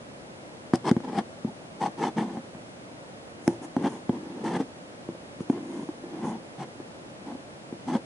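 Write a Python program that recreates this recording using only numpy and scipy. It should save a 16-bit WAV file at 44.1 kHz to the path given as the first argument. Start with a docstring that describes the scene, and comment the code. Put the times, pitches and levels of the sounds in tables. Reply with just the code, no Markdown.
"""A cat shifts about inside a cardboard box, close by, in a quiet room.
Its paws thump the walls, which ring briefly. Paws and flank drag over the cardboard, sticking
and slipping in short rasping strokes. Now and then a claw snags with a snap, and fur swishes
along the edge of the hole. A steady room hush lies under it all."""
import sys
import numpy as np
from scipy import signal
from scipy.fft import rfft, irfft
from scipy.io import wavfile
from scipy.ndimage import uniform_filter1d

SR = 44100
rng = np.random.default_rng(int(sys.argv[2]) if len(sys.argv) > 2 else 0)


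def wrap_up_sound(samples):
    """Save the sound to the file named by the first command line argument, as 16-bit audio."""
    columns = np.atleast_2d(samples).T
    # keep every value between -1 and 1, then stretch to whole-number steps
    tamed = np.clip(columns, -1, 1)
    steps = np.round(tamed * 32767).astype(np.int16)
    wavfile.write(sys.argv[1], SR, steps)


N = 355005


def paw_thumps(rise_s=0.0014, pad_s=0.00033, wall_db=2.0, vary_db=2, dull_hz=1790):
    """Each paw pushes a wall, which swings a few times; the rest of the box rings along."""
    # Paw blows; a ring time is the time to fade by 60 dB. (time [s], level [dB], wall pitch [Hz],
    # wall ring time [s], high box tones [dB], claw tick [dB], low box tones [dB])
    blows = [(0.736, -1, 258, 0.018, 2, -12, -1), (0.9135, -0.5, 235, 0.026, -5.5, -7.5, -2.5),
             (0.9659, -9.5, 232, 0.031, -0.5, -11, -0.5), (1.004, -26, 258, 0.03, 0, -2, 3),
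             (1.4474, -13, 228, 0.039, -20, -21, -3.5), (2.183, -20.5, 225, 0.04, -2, -26, -14),
             (2.3709, -20.5, 234, 0.064, 6, -30, -4), (2.548, -32, 217, 0.054, 11, -16, 1),
             (3.4782, -4.5, 287, 0.024, 1, -3.5, 5), (3.7659, -9, 271, 0.034, 4.5, -8.5, -1.5),
             (3.86, -13, 274, 0.039, 6, -11, -4), (4.0941, -6, 242, 0.026, 1.5, -12, -2.5),
             (4.562, -21.5, 189, 0.05, -1, -9, -8), (4.601, -15.5, 270, 0.064, -17, -34, -5),
             (5.089, -23.5, 258, 0.021, 1, -14, 9.5), (5.149, -28.5, 517, 0.03, -10, -22, 0),
             (5.406, -16, 232, 0.021, -9, -8, -1.5), (5.4988, -4.5, 274, 0.032, -3, -12.5, -10),
             (5.578, -23.5, 287, 0.032, 6, -14, -4), (5.8890, -22.5, 311, 0.052, 8, -16, 3),
             (6.039, -28, 313, 0.045, -3, -26, -5), (6.243, -28, 212, 0.035, -7, -24, 10),
             (6.801, -28, 296, 0.037, 4, -30, 4.5), (7.316, -27, 247, 0.076, 13, -18, -8),
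             (7.349, -26.5, 285, 0.045, 5, -28, -3), (7.726, -25.5, 270, 0.037, 3, -26, 6.5),
             (7.9518, -16.5, 245, 0.06, 15.5, -22, -15)]
    # Tones of the box that every thump wakes (pitch [Hz], level [dB], ring time [s])
    box_tones = [(119.8, -31, 0.39), (180.7, -24, 0.12), (252, -24, 0.11), (343.7, -11, 0.078),
                 (420, -13.5, 0.033), (548, -29, 0.11), (713, -15.5, 0.021), (830, -23.5, 0.048),
                 (953, -33.5, 0.052), (1504, -32, 0.023), (3110, -36, 0.0097)]
    # Tone colour of a claw's tick (frequency [Hz], level [dB])
    claw_colour = [(100, -4.5), (400, 19.5), (900, 7.5), (2200, 0.5), (2900, -7.5), (10000, -7)]
    out, t = np.zeros(N), np.arange(SR // 4) / SR
    hz, tone_db, tone_ring_s = np.transpose(box_tones)[:, :, None]
    pad = 1 - np.exp(-t / pad_s)  # the soft pad rounds the start of the blow
    soft_board = signal.butter(1, dull_hz, fs=SR)  # dulls the tick
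    for s, db, wall_hz, ring_s, high_db, tick_db, low_db in blows:
        rise = 1 - np.exp(-t / rise_s)
        wall = np.sin(2 * np.pi * wall_hz * t) * amp(wall_db - 60 * t / ring_s) * rise
        detune = 1 + 0.02 * (2 * rng.random(hz.shape) - 1)  # the cat's weight loads the walls anew
        # each spot favours other tones
        spot_db = np.where(hz > 500, high_db + vary_db * rng.standard_normal(hz.shape), low_db)
        tones = np.sin(2 * np.pi * hz * detune * t) * amp(tone_db + spot_db - 60 * t / tone_ring_s)
        tick = signal.lfilter(*soft_board, colour(claw_crack(t), claw_colour))
        thump = amp(tick_db) * tick - wall - pad * tones.sum(0)
        # pushes slower than half its pitch only move air round a light wall
        air_leak = signal.butter(3, 0.5 * wall_hz, "highpass", fs=SR, output="sos")
        add(out, s, amp(db) * signal.sosfilt(air_leak, thump))
    return out


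def claw_crack(t, fade_s=0.011, snap_db=10, spray_db=-5):
    """The dry crack of a claw on paper: one snap, then a spray of breaking fibres."""
    spray = np.clip(rng.standard_normal(len(t)), -1, 1) * amp(spray_db - 60 * t / fade_s)
    return spray - amp(snap_db) * (t == 0)


def scrapes(rasp_db=3.0, hiss_db=1.0, rib_hz=3200, echo_db=-9, echo_s=0.0015, uneven_db=1.34):
    """A paw or flank drags: coarse slips drum the walls and rasp on the board; finer ones hiss."""
    # Dragging strokes (start [s], length [s], rasp [dB], drumming [dB], hiss against the rasp [dB],
    # swell from start to end [dB], wall pitch [Hz], wall ring [dB], hollow ring [dB])
    strokes = [ (0.73, 0.007, -14, -41, -11.5, -4.5, 370, 0, 2),
               (0.829, 0.065, -36, -30.5, -13.5, 15, 362, -2, -1.5),
               (1.026, 0.02, -39.5, -33.5, -18, 5, 240, -8, 5),
               (1.068, 0.021, -35.5, -30, -23, 1.5, 256, -9, 6),
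               (1.101, 0.083, -41.5, -37, -16, 7, 227, -6, -4),
               (1.168, 0.022, -28.5, -25.5, -18, 0.5, 210, 7, 0),
               (1.462, 0.021, -46.5, -36, -20, 7, 166, 26, 15),
               (1.792, 0.074, -28, -30.5, -19, 7.5, 235, -5, 5.5),
               (1.966, 0.048, -40.5, -35, -14, -5, 249, -12, 0),
               (2.006, 0.077, -31.5, -30, -17, -4.5, 442, -1, -4),
               (2.157, 0.076, -35.5, -27, -17, -10.5, 215, -2, -6),
               (2.216, 0.170, -49, -37.5, -15.5, -0.5, 235, 4, -2),
               (3.455, 0.12, -51, -39.5, -17, -20, 346, 16, -4),
               (3.607, 0.044, -46, -37.5, -22, -2, 300, 11.5, -19),
               (3.763, 0.086, -47.5, -30.5, -22, 7, 288, 4, -6),
               (3.826, 0.048, -39.5, -33.5, -20, 6.5, 284, 11, -16),
               (3.887, 0.1, -49.5, -40, -23, -9, 308, -7, -10),
               (4.108, 0.071, -49, -33.5, -16, -8, 235, 5, 2),
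               (4.18, 0.25, -56.5, -40, -14, 9, 295, 1, -14),
               (4.429, 0.11, -37.5, -30.5, -14.5, -3.5, 171, -9, -7),
               (4.535, 0.033, -34.5, -30.5, -15.5, 0.5, 240, -16, -11),
               (4.577, 0.035, -38.5, -29.5, -13, -1, 180, -11, -20),
               (5.504, 0.1, -49.5, -33, -20, -8, 306, 20, -12),
               (5.609, 0.22, -53.5, -36, -18, 11.5, 293, 21, -11),
               (6.014, 0.28, -53, -40.5, -17, 12, 283, 4, -2),
               (6.216, 0.14, -44, -34.5, -28, 1, 222, 8, 5.5),
               (6.567, 0.066, -44.5, -40, -14.5, 6, 154, 12, -4),
               (7.247, 0.074, -48.5, -39, -17, -2, 266, 26, 1),
               (7.865, 0.071, -36.5, -27, -14, -14, 263, 13, -3),
               (7.922, 0.044, -33.5, -27, -16, -2.5, 241, 11, -6), ]
    # Tone colour of the drumming walls (frequency [Hz], level [dB])
    drum_colour = [(40, -71), (95, -29.5), (140, -3.5), (190, 1), (240, 1.5), (300, -2), (345, 3.5),
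                   (390, -4.5), (470, -5), (570, -12.5), (900, -61)]
    # Tone colour of the rasping board (frequency [Hz], level [dB])
    rasp_colour = [(420, -38), (580, -8), (740, -0.5), (1020, -3), (1200, -10.5), (1450, -15.5),
                   (1750, -12), (2250, -18), (2520, -23.5), (3400, -19.5), (3850, -31.5), (11000, -48)]
    # Tone colour of the hissing paper fibres (frequency [Hz], level [dB])
    fibre_colour = [(1200, -16.5), (2600, -9), (3900, 0), (4350, 5.5), (4750, 3), (6200, 0), (6800, -7.5),
                    (7700, 0.5), (10500, -6)]
    # The hollow ring of rubbed board (pitch [Hz], width [Hz], level [dB])
    hollow_tones = [(767, 18, -1), (830, 26, 9.5), (912, 71, 0)]
    # A whistle in the hiss, rising as the cat shifts its place (time [s], pitch [Hz])
    whistle_path = [(1.2, 5150), (1.8, 6300)]
    drum_level, rasp_level, hiss_level = np.zeros((3, N))
    spot = np.zeros((N, 4))  # how the rubbed spot rings and echoes, held until the next stroke
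    for s, length, board_db, push_db, fibre_db, swell_db, *ringing in strokes:
        speed = stroke_speed(length, swell_db)
        spot[round(s * SR):] = *ringing, echo_s * (1 + rng.random())
        add(drum_level, s, amp(push_db) * speed ** 0.57)  # drumming grows more slowly than speed
        add(rasp_level, s, amp(board_db) * speed)
        add(hiss_level, s, amp(board_db + fibre_db) * speed)
    wall_hz, wall_db, hollow_db, delay_s = spot.T
    t, bursts = np.arange(N) / SR, catches()
    coarse = slips(per_s=3800, spread_db=1.5) * bursts
    fine = unit(slips(per_s=20000, spread_db=-16.0) * bursts) + 0.16 * unit(coarse)
    walls = colour(coarse, drum_colour)
    board = colour(coarse, rasp_colour)
    fibres = colour(fine, fibre_colour)
    # the echo off the facing wall colours each spot differently
    board, fibres = (x + amp(echo_db) * np.interp(t - delay_s, t, x) for x in (board, fibres))
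    bend = 1 + 0.028 * wander(rate_hz=7.8)  # the board flexes under the cat, and its tones move
    drum = steady_power(walls + amp(wall_db) * resonate(walls, wall_hz, width_hz=48))
    hollow = sum(amp(db) * resonate(board, hz * bend, width) for hz, width, db in hollow_tones)
    rasp = steady_power(board + amp(hollow_db) * hollow)
    whistle = resonate(fibres, np.interp(t, *np.transpose(whistle_path)) * bend, width_hz=420)
    ribs = resonate(fibres, rib_hz * bend, width_hz=300)  # the ridges in the cardboard ring
    hiss = steady_power(fibres + amp(3) * whistle + amp(10) * ribs)
    pressure = amp(uneven_db * wander(rate_hz=25))  # the cat never leans quite evenly
    jerks = shudder(rasp_level)
    return pressure * (drum_level * drum
                       + amp(rasp_db) * rasp_level * rasp * jerks
                       + amp(hiss_db) * hiss_level * hiss * np.sqrt(jerks))


def stroke_speed(length, swell_db, start_s=0.031, stop_s=0.063):
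    """Speed of one stroke: a soft start, a steady swell or fade, a quick stop."""
    t = np.arange(0, length + 2 * stop_s, 1 / SR)
    start = np.sin(np.pi / 2 * np.minimum(t / start_s, 1)) ** 2
    glide_db = swell_db * (np.minimum(t / length, 1) - .5)
    return start * amp(glide_db - 60 * np.maximum(t - length, 0) / stop_s)


def slips(per_s, spread_db):
    """Rubbing surfaces stick and slip: a train of tiny clicks of uneven size."""
    size = amp(spread_db * np.minimum(rng.exponential(1, N), 4)) * rng.choice([-1, 1], N)
    return size * (rng.random(N) < per_s / SR)


def catches(rate_hz=360, unsteady=0.41, let_go_cycles=0.54, between_db=-9):
    """The paw catches and lets go a few hundred times a second, never quite in step."""
    cycles = np.cumsum(rate_hz * np.exp(unsteady * wander(rate_hz=150))) / SR
    return amp(between_db) + np.exp(-(cycles % 1) / let_go_cycles)


def shudder(level, rate_hz=58, unsteady=0.29, depth_db=2.5, firm_db=-27):
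    """Under a firm paw the board grips and skids in coarse jerks; a light one slides evenly."""
    cycles = np.cumsum(rate_hz * np.exp(unsteady * wander(rate_hz=29.6))) / SR
    firmness = np.minimum(level / amp(firm_db), 1)
    return amp(depth_db * firmness * (np.sin(2 * np.pi * cycles) - 0.28))


def steady_power(x, span_s=0.036):
    """The paw keeps its pressure: clicks stay uneven while their average power holds at 1."""
    power = abs(uniform_filter1d(x ** 2, int(span_s * SR)))
    return x / np.sqrt(power + 1e-12)


def claw_snags():
    """A claw tears free of the paper: a crisp snap, mostly louder on one side."""
    # Moments when a claw catches (time [s], level [dB], lean to the left [dB])
    snags = [(0.7568, -16.5, 2), (0.883, -26, 2), (1.185, -37, -2), (3.478, -21, -11), (4.442, -31, 2),
             (4.564, -34, 0)]
    # Tone colour of the snap (frequency [Hz], level [dB])
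    snap_colour = [(1500, -3), (4000, -12), (5400, 1), (6600, -4), (8600, -11.5), (10400, -3)]
    out, t = np.zeros((2, N)), np.arange(SR // 10) / SR
    for s, db, lean_db in snags:
        snap = colour(claw_crack(t, fade_s=0.0087, snap_db=9.5, spray_db=-2.5), snap_colour)
        add(out[0], s, amp(db + lean_db) * snap)
        add(out[1], s, amp(db - lean_db) * snap)
    return out


def fur_swishes():
    """Countless hairs flick past the cut edge of the hole: a soft, high swell."""
    # Brushes of fur (loudest moment [s], length [s], level [dB])
    brushes = [(3.49, 0.2, -55.5), (3.642, 0.067, -51.5), (3.9, 0.31, -56.5), (5.416, 0.046, -57.5),
               (5.513, 0.09, -59), (5.765, 0.48, -60.5), (6.283, 0.16, -54.5)]
    # Tone colour of the flicking hairs (frequency [Hz], level [dB])
    fur_colour = [(3000, -33), (5700, 6.5), (6600, 11), (8000, 1.5), (9300, 11), (10600, 0)]
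    level = np.zeros(N)
    for s, length, db in brushes:
        add(level, s - length / 2, amp(db) * np.hanning(int(length * SR)))
    return level * unit(colour(slips(per_s=4000, spread_db=-6), fur_colour))


def flap_echoes(x, fade_s=0.027, delay_s=0.001):
    """Adds quick echoes off the flaps; they reach the two sides differently, most in the treble."""
    # Strength of the echoes that differ between left and right (frequency [Hz], level [dB])
    side_colour = [(60, -10), (200, -52), (400, -18.5), (800, -15.5), (1400, -13), (2500, -10.5),
                   (5000, -5.5), (10000, -1)]
    t = np.arange(1024) / SR
    spectrum = rfft(rng.standard_normal(len(t)) * amp(-60 * t / fade_s) * (t > delay_s))
    echoes = irfft(spectrum / abs(spectrum))  # equally strong at every pitch
    side = colour(signal.oaconvolve(x, echoes)[:N], side_colour)
    return np.array([x + side, x - side])


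def room_echo(x, delay_s=0.0066):
    """A small furnished room: a short wash of echoes that lasts longest in the treble."""
    # How long the room rings (frequency [Hz], time to fade by 60 dB [s])
    ring_times = [(100, 0.2), (300, 0.039), (1000, 0.14), (4000, 0.38), (10000, 0.57)]
    hz, t, bands = signal.stft(rng.standard_normal((2, SR // 2)), SR, nperseg=256)
    fade = amp(-60 * t / read(ring_times, hz)[:, None])
    tail = signal.istft(bands * fade, SR, nperseg=256)[1]
    tail *= np.arange(tail.shape[1]) > delay_s * SR
    return signal.fftconvolve(x[None], tail / np.linalg.norm(tail[0]), axes=1)[:, :N]


def room_hush(level_db=-44):
    """Steady room noise, centred in the bass and very wide in the treble."""
    # Tone colour of the hush (frequency [Hz], level [dB])
    hush_colour = [(20, -14.5), (70, -9), (140, 0.5), (300, 1), (410, -3.5), (570, 0), (760, -6.5),
                   (1150, -14.5), (1900, -18.5), (4400, -26), (10500, -29.5)]
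    # How alike the left and right sides are (frequency [Hz], likeness [-1 to 1])
    likeness = [(60, 0.49), (130, 0.86), (270, 0.72), (560, 0.6), (1180, -0.45), (2490, -0.54),
                (5240, -0.5), (11000, 0.35)]
    hz = np.fft.rfftfreq(N, 1 / SR)
    left, other = rfft(rng.standard_normal((2, N)))
    same = read(likeness, hz)
    right = same * left + np.sqrt(1 - same ** 2) * other
    spectrum = np.array([left, right]) * amp(read(hush_colour, hz)) / np.sqrt(1 + same)
    return amp(level_db) * unit(irfft(spectrum, N))


def amp(db):
    """Turns decibels into a gain."""
    return 10 ** (np.asarray(db) / 20)


def unit(x):
    """Scales a sound to an average power of 1."""
    return x / np.sqrt(np.mean(x ** 2) + 1e-20)


def read(points, hz):
    """Reads between the rows of a table, giving each octave equal room."""
    row_hz, value = np.transpose(points)
    return np.interp(np.log(hz + 1), np.log(row_hz + 1), value)


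def add(mix, s, sound):
    """Mixes a sound in at s seconds."""
    part = mix[round(s * SR):][:len(sound)]
    part += sound[:len(part)]


def colour(x, spectrum, size=4096):
    """Gives a sound a tone colour, with a filter that rings after each click, never before."""
    log_gain = np.log(amp(read(spectrum, abs(np.fft.fftfreq(size, 1 / SR)))))
    ring = np.fft.ifft(np.exp(np.conj(signal.hilbert(log_gain)))).real[:size // 2]
    return signal.oaconvolve(x, ring)[:len(x)]


def wander(rate_hz):
    """A smooth random drift of average power 1, with little motion faster than the given rate."""
    hz = np.fft.rfftfreq(N, 1 / SR)
    return unit(irfft(rfft(rng.standard_normal(N)) * np.exp(-(hz / rate_hz) ** 2), N))


def resonate(x, hz, width_hz):
    """Makes a sound ring at a pitch that follows the curve hz."""
    turn = np.exp(2j * np.pi * np.cumsum(hz) / SR)
    decay = np.exp(-np.pi * width_hz / SR)
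    return 2 * (turn * signal.lfilter([1 - decay], [1, -decay], x / turn)).real


def scene(room_db=-20, balance_db=0.28, treble_hz=1000):
    """The box, a little to the left, in its room; its treble leans further left."""
    # Lean of the treble, added on the left and taken off the right (time [s], lean [dB])
    treble_lean = [(1.2, 2.2), (2.2, 0.6)]
    box = paw_thumps() + scrapes() + fur_swishes()
    snaps = claw_snags()
    heard = flap_echoes(box) + snaps + amp(room_db) * room_echo(box + snaps.mean(0))
    treble = signal.sosfiltfilt(signal.butter(1, treble_hz, "highpass", fs=SR, output="sos"), heard)
    sides = np.array([[1], [-1]])
    lean_db = np.interp(np.arange(N) / SR, *np.transpose(treble_lean))
    return (heard - treble) * amp(sides * balance_db) + treble * amp(sides * lean_db) + room_hush()


def record(dry, low_cut_hz=52, high_cut_hz=10700):
    """A small microphone sheds the deep bass; then the highest treble is cut off."""
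    thin = signal.sosfilt(signal.butter(2, low_cut_hz, "highpass", fs=SR, output="sos"), dry)
    high_cut = signal.firwin(511, high_cut_hz, window=("kaiser", 9), fs=SR)
    return signal.oaconvolve(thin, high_cut[None], "same")


dry = scene()
out = record(dry)
wrap_up_sound(out)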